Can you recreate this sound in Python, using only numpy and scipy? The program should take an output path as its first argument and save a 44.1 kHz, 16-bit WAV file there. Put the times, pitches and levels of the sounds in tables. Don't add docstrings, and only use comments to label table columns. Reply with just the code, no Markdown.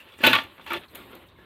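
import sys
import numpy as np
from scipy import signal
from scipy.fft import rfft, irfft, next_fast_len
from scipy.io import wavfile
from scipy.ndimage import uniform_filter1d, map_coordinates

SR = 44100
rng = np.random.default_rng(int(sys.argv[2]) if len(sys.argv) > 2 else 0)


def ratio_of_db(decibels):
    return 10 ** (np.asarray(decibels, float) / 20)


def generate_wav(signal):
    frames = np.transpose(np.atleast_2d(signal))
    scaled = np.clip(frames, -1, 1) * 32767
    pcm = np.round(scaled).astype(np.int16)
    wavfile.write(sys.argv[1], SR, pcm)


N = 63945

# f/Hz, level/dB, time to fall by 60 dB/s
SHELL = [(901.5, -3, 0.13), (1115, -8, 0.17), (1180.6, -3.5, 0.14), (1412, 2.5, 0.078), (1516, -4.5, 0.064),
         (1742, -8.5, 0.15), (1985, -6.5, 0.12), (2229, -0.5, 0.098), (2565, -1.5, 0.078),
         (3000, -13.5, 0.28), (3320, -12, 0.068), (3520, -22, .1), (3920, -23, 0.042), (4200, -9.5, 0.039)]
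# f/Hz, level/dB, time to fall by 60 dB/s
DRUM = [(235.5, -4.5, 0.1), (280.7, -2.5, 0.095), (340.3, -6, 0.12), (395, -4.5, 0.083), (518, -3.5, 0.087),
        (600, -3.5, 0.07)]
# f/Hz, level/dB per Hz
CLATTER = [(290, -55), (500, -13), (1000, -8), (2600, -3.5), (3840, -8.5), (6000, -44), (7800, -39),
           (13200, -120)]
# f/Hz, level/dB per Hz
TICK = [(3500, -40), (5500, -21.5), (7000, -14.5), (10000, -11), (12900, 0.5), (14600, -9), (16400, -19)]


def unit(x):
    return x / np.sqrt(np.mean(x ** 2) + 1e-20)


def along(points, hz):
    f, value = np.transpose(points)
    return np.interp(np.log(hz + 1), np.log(f + 1), value)


def curves(rows):
    s, *columns = np.transpose(rows)
    return [np.interp(np.arange(N) / SR, s, column) for column in columns]


def wobble(rate):
    knots = rng.standard_normal(int(N * rate / SR) + 4)
    return map_coordinates(knots, [np.arange(N) * rate / SR])


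def filtered(x, response):
    m = next_fast_len(len(x) + SR // 2)
    hz = np.fft.rfftfreq(m, 1 / SR)
    return irfft(rfft(x, m) * response(hz), m)[:len(x)]


def coloured(x, spectrum):
    return unit(filtered(x, lambda hz: ratio_of_db(along(spectrum, hz))))


def patchy(patchy_db):
    z = signal.stft(rng.standard_normal(N), nperseg=512)[2]
    field = uniform_filter1d(rng.standard_normal(z.shape), 5, 0)
    field = uniform_filter1d(field, 6, 1)
    return signal.istft(z * ratio_of_db(patchy_db * unit(field)), nperseg=512)[1][:N]


def soft_start(t, rise_s):
    return 1 - np.exp(-t / rise_s)


def ringing(modes, t, tilt_db=0):
    damping = 0.67
    scatter_db = 2
    hz, db, t60 = np.transpose(modes)[:, :, None]
    strength_db = db + tilt_db * np.log2(hz / 2000) + scatter_db * rng.standard_normal(hz.shape)
    gain = ratio_of_db(strength_db) * rng.choice([-1, 1], hz.shape)
    decay = ratio_of_db(-60 * t / (damping * t60))
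    return np.sum(gain * decay * np.sin(2 * np.pi * hz * t), axis=0)


def rough_tone(hz, count, rough):
    hz = hz * np.ones(count)
    wander = rough * np.sqrt(hz / SR) * rng.standard_normal(count)
    return np.sin(np.cumsum(2 * np.pi * hz / SR + wander))


def pings(rows, rough):
    out, t = np.zeros(N + SR), np.arange(SR // 3) / SR
    for s, hz, db, t60 in rows:
        start = round(s * SR)
        envelope = ratio_of_db(db - 60 * t / t60) * soft_start(t, 0.001)
        out[start:start + len(t)] += envelope * rough_tone(hz, len(t), rough)
    return out[:N]


def air():
    # f/Hz, level/dB per Hz
    air_colour = [(15, -63), (40, -8), (258, -12.5), (704, -29), (1090, -7.5), (1550, -58), (3790, -29),
                  (4710, -47), (16400, -48)]
    return ratio_of_db(-63.5 + 0.8 * wobble(6)) * coloured(patchy(patchy_db=2), air_colour)


def rustle():
    # t/s, level/dB, brightness/dB, weight/dB
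    handling = [(0, -49.5, 6.5, -7), (.05, -55, 3.5, -7.5), (.14, -52.5, 3, -9), (.17, -61.5, 11.5, 2),
                (.45, -50, -1.5, 2.3), (.56, -54.5, 4.5, -6), (.6, -54, 2, -1.5), (.65, -57.5, 12, 0.1),
                (.8, -49, 4.5, 1), (.845, -51.5, -1, -10), (.872, -61.5, 13, -2), (.94, -52, 5, 2.5),
                (.97, -45.5, 11, 0), (1.04, -51, 4.5, 1.5), (1.16, -49, 4.5, -4), (1.24, -56, 5, 1.5),
                (1.35, -60, -1, -0.5), (1.45, -54.5, -1.5, 2)]
    # f/Hz, level/dB per Hz
    cloth_colour = [(94, -27), (160, -3.5), (307, -2.5), (827, -9), (1660, -10.5), (3740, -11.5),
                    (5500, -38.5), (7150, -76), (12100, -120)]
    fizz_colour = [(4500, -48), (6000, -18.5), (8500, -7.5), (10500, -8), (12800, -1), (15000, -10.5),
                   (16400, -16.5)]
    rumble_colour = [(15, -48), (35, -17), (66, 0), (113, -6), (130, -7.5), (170, -33), (290, -120)]
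    hum_db, fizz_db, rumble_db = -8, -18.5, -59.5
    weight_hz = 300

    level_db, bright_db, weight_db = curves(handling)
    cloth = ratio_of_db(1.5 * wobble(25)) * coloured(patchy(patchy_db=2), cloth_colour)
    tank_ring = ringing(DRUM + SHELL, np.arange(SR // 4) / SR, tilt_db=-2.5)
    hum = unit(signal.fftconvolve(patchy(patchy_db=2.5), tank_ring)[:N])
    body = cloth + ratio_of_db(hum_db) * hum
    low = filtered(body, lambda hz: 1 / (1 + (hz / weight_hz) ** 4))
    fizz = ratio_of_db(fizz_db + bright_db + 1.9 * wobble(59.8)) * coloured(patchy(patchy_db=3.0), fizz_colour)
    rumble = ratio_of_db(rumble_db + weight_db) * coloured(rng.standard_normal(N), rumble_colour)
    return ratio_of_db(level_db) * (body + (ratio_of_db(weight_db) - 1) * low + fizz) + rumble


def rubbed_brackets():
    # t/s, f/Hz, level/dB, time to fall by 60 dB/s
    rubs = [(0.001, 2777, -43, 0.12), (.085, 2715, -51, .3), (.12, 3420, -48.5, 0.16),
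            (.186, 7400, -56.5, 0.12), (.208, 1760, -34.5, 0.1), (.612, 3530, -48.5, 0.12),
            (.64, 2770, -45, 0.038), (.882, 4100, -53.5, 0.11), (1.285, 3740, -54, 0.1),
            (1.386, 1750, -54, 0.46), (1.13, 529, -47.5, 0.39), (1.13, 350, -48, 0.53),
            (.952, 2250, -45.5, .1), (1.0, 1133, -47, .12), (1.36, 2160, -54, .07), (1.39, 370, -52, 0.56)]
    return pings(rubs, rough=0.49)


def knocks():
    # t/s, shell
    # peak/dB, drum over shell/dB, tick over shell/dB, hardness/dB per octave
    contacts = [(0.188, -39, 0.5, -5.5, -5), (0.205, -39.5, 11, -18, -3), (0.218, -39, 1, 1, -6),
                (.233, -22, -2, -9.5, -8), (.237, -4, -10, -21.5, 0), (.247, -14, -14, -11, -4),
                (.253, -11.5, -13.5, -16, 17), (.265, -8.5, -19, -8, 3), (.269, -5.5, -8.5, -3.5, 11),
                (.275, -6, -9, -13.5, 5), (.298, -27, 3, -1, 2), (.31, -23, 4, -11, 1),
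                (.331, -3, -25, -15.5, 3), (.336, -5.5, -25, -27, 2), (.351, -7, -27, -17.5, 7),
                (.355, -14, -30, -22, -0.5), (.362, -8.5, -49, -43, -1), (.386, -11.5, -21, -39, -2),
                (.394, -19, -17, -30, -6), (.434, -34.5, -22, -5.5, -1), (.438, -34.5, -21, -8, -2),
                (.139, -40, -20, -20, 4), (.58, -37.5, -3.5, -30, -1), (.596, -35, -4.5, -25, -7.5),
                   (.61, -37, -22, -28, -2), (.664, -26, -37, -12.5, -2.5), (.7037, -22.5, -7.5, -16, 0),
                   (0.718, -18.5, -6, -31, -6), (.732, -20, -9.5, -6, 2), (.737, -16, -16, -16, 1),
                   (.748, -24, -7, -20, -3), (0.753, -31, 5, -28, -15), (.767, -29.5, 0.5, -19, 7),
                   (.773, -35.5, 1, -22, 4), (0.835, -36.5, -25, -24, 5), (.949, -34.5, -9, 2.5, 5),
                   (.954, -31, -12, 5, 8), (.968, -52, -5, -13, -3), (1.0, -46, -7, -9, 3),
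                   (1.13, -36.5, -3, -15.5, -3), (1.152, -44, 8, 6, 7), (1.386, -50, 9, -29, -13)]
    ring_db, clatter_db, panel_db, bright_db = -20, -10.5, -7.5, -4.5
    clatter_t60, tick_t60 = 0.047, 0.016
    shell_rise, drum_rise, tick_rise = 0.00013, 0.001, 0.0006

    out, t = np.zeros(N + SR), np.arange(SR // 3) / SR
    for s, db, drum_db, tick_db, hardness in contacts:
        colour = [(hz, level + hardness * np.log2(np.clip(hz, 700, 4500) / 2000)) for hz, level in CLATTER]
        clatter = coloured(rng.standard_normal(len(t)), colour)
        shell = ratio_of_db(ring_db) * ringing(SHELL, t, hardness)
        shell += ratio_of_db(clatter_db - 60 * t / clatter_t60) * clatter
        drum = ratio_of_db(panel_db + drum_db) * ringing(DRUM, t)
        tick = coloured(rng.standard_normal(len(t)), TICK)
        tick = ratio_of_db(bright_db + tick_db - 60 * t / tick_t60) * tick
        hit = shell * soft_start(t, shell_rise)
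        hit += drum * soft_start(t, drum_rise)
        hit += tick * soft_start(t, tick_rise)
        start = round(s * SR)
        out[start:start + len(t)] += ratio_of_db(db) * hit
    return out[:N]


def drag():
    # t/s, level/dB
    scraping = [(.17, -61), (.2, -45.5), (.232, -35), (.245, -16.5), (.3, -21), (.325, -25.5), (.36, -27),
                (.4, -34), (.46, -52), (.5, -73), (.655, -60.5), (.67, -39.5), (.7, -41), (.72, -35),
                (.775, -40.5), (.8, -80), (.83, -76)]
    grains_per_s, spread_db = 830, 4
    ring_db, drum_db, tick_db = -6.5, -10.5, -23

    level_db, = curves(scraping)
    slips = rng.random(N) < grains_per_s / SR
    size = ratio_of_db(-spread_db * np.log(rng.random(N) + 1 / 20))
    grains = slips * size * rng.standard_normal(N)
    force = ratio_of_db(level_db) * unit(grains + 0.34 * rng.standard_normal(N))

    t = np.arange(SR // 4) / SR
    clatter = coloured(rng.standard_normal(len(t)), CLATTER) * ratio_of_db(-60 * t / 0.025)
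    tick = coloured(rng.standard_normal(len(t)), TICK) * ratio_of_db(-60 * t / 0.014)
    parts = [(0, clatter), (ring_db, ringing(SHELL, t)), (drum_db, ringing(DRUM, t)), (tick_db, tick)]
    answer = sum(ratio_of_db(db) * part / np.linalg.norm(part) for db, part in parts)
    return signal.fftconvolve(force, answer)[:N]


def squeak():
    start_hz, end_hz = 10500, 7300
    fall_s, swell_s = 0.00414, 0.0061
    t = np.maximum(np.arange(N) / SR - 0.179, 0)
    hz = end_hz + (start_hz - end_hz) * np.exp(-t / fall_s)
    swell = t / swell_s * np.exp(1 - t / swell_s)
    return ratio_of_db(-56.5) * swell * rough_tone(hz, N, rough=1.2)


def struck_tones():
    # t/s, f/Hz, level/dB, time to fall by 60 dB/s
    favoured = [(.235, 578, -16, 0.039), (.236, 246, -18.5, 0.095), (.238, 1500, -14, 0.21),
                (.238, 2496, -14.5, .06), (.237, 3460, -17, 0.037), (.237, 3046, -15, 0.047),
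                (.24, 879, -19, .18), (.252, 3430, -19, .05), (.265, 3014, -16, 0.11),
                (.27, 3920, -15, 0.092), (.273, 600, -17.5, 0.065), (.272, 355, -18, 0.042),
                (.276, 2516, -16, 0.063), (.298, 274.6, -21, 0.114), (.305, 1695, -26.5, .15),
                (.331, 2250, -12.5, 0.06), (.331, 3555, -14, 0.052), (.332, 1495, -15, 0.058),
                (.336, 1815, -16.5, 0.072), (.331, 3910, -16.5, 0.058), (.333, 1119, -19, 0.13),
                (.35, 1169, -18, .18), (.352, 3230, -20.5, 0.086), (.386, 1797, -24.5, 0.087),
                (.386, 3300, -25.5, 0.042), (.706, 2340, -21, 0.03), (.709, 1370, -22.5, 0.042),
                (.706, 925, -29, 0.12), (.718, 2310, -26, 0.033), (.721, 1290, -17.5, 0.02),
                (.733, 1416, -25.5, .09), (.735, 2594, -21.5, 0.032), (.735, 2240, -26, 0.052),
                (.734, 1197, -24, 0.044), (.742, 3470, -27.5, 0.055), (.752, 352, -29, 0.06),
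                (.765, 3460, -32.5, .05)]
    return pings(favoured, rough=0.18)


def booms():
    # t/s, f/Hz, level/dB, length/s
    panels = [
        (0.246, 114.8, -35.5, 0.13),
        (0.706, 340, -35.5, 0.07),
        (.69, 87, -54, 0.048),
        (.745, 134, -45.5, 0.035),
        (.31, 200, -35.5, 0.0385),
    ]
    grip_s, sway_db = 0.0075, 2
    t = np.arange(N) / SR
    out = np.zeros(N)
    for s, hz, db, length in panels:
        begin = np.clip((t - s) / grip_s, 0, 1)
        end = np.clip((t - (s + length)) / grip_s, 0, 1)
        level = ratio_of_db(db + sway_db * wobble(44.75))
        out += level * (begin - end) * rough_tone(hz, N, rough=0.4)
    return out


def garage(x):
    # f/Hz, time to fall by 60 dB/s
    room = [(200, 0.18), (2000, 0.16), (10000, 0.17)]
    hz, t, z = signal.stft(rng.standard_normal(SR // 2), SR, nperseg=256)
    decay = ratio_of_db(-60 * t / along(room, hz)[:, None])
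    tail = signal.istft(z * decay, SR, nperseg=256)[1]
    late = np.pad(x, (300, 0))
    return signal.fftconvolve(late, tail / np.linalg.norm(tail))[:N]


def scene():
    tank = rubbed_brackets() + knocks() + drag() + squeak() + struck_tones() + booms()
    tank = filtered(tank, lambda hz: (1j * hz / (88 + 1j * hz)) ** 2)
    return (tank + ratio_of_db(-20) * garage(tank) + rustle() + air())[None]


def top_cut(x):
    return signal.sosfilt(signal.butter(12, 16810, fs=SR, output="sos"), x)


def record(dry):
    low_cut_hz, top_hz = 34, 15780
    mic = lambda hz: (hz < top_hz) * (1j * hz / (low_cut_hz + 1j * hz)) ** 2
    mix = filtered(dry[0], mic)[None]
    return top_cut(mix)


dry = scene()
out = record(dry)
generate_wav(out)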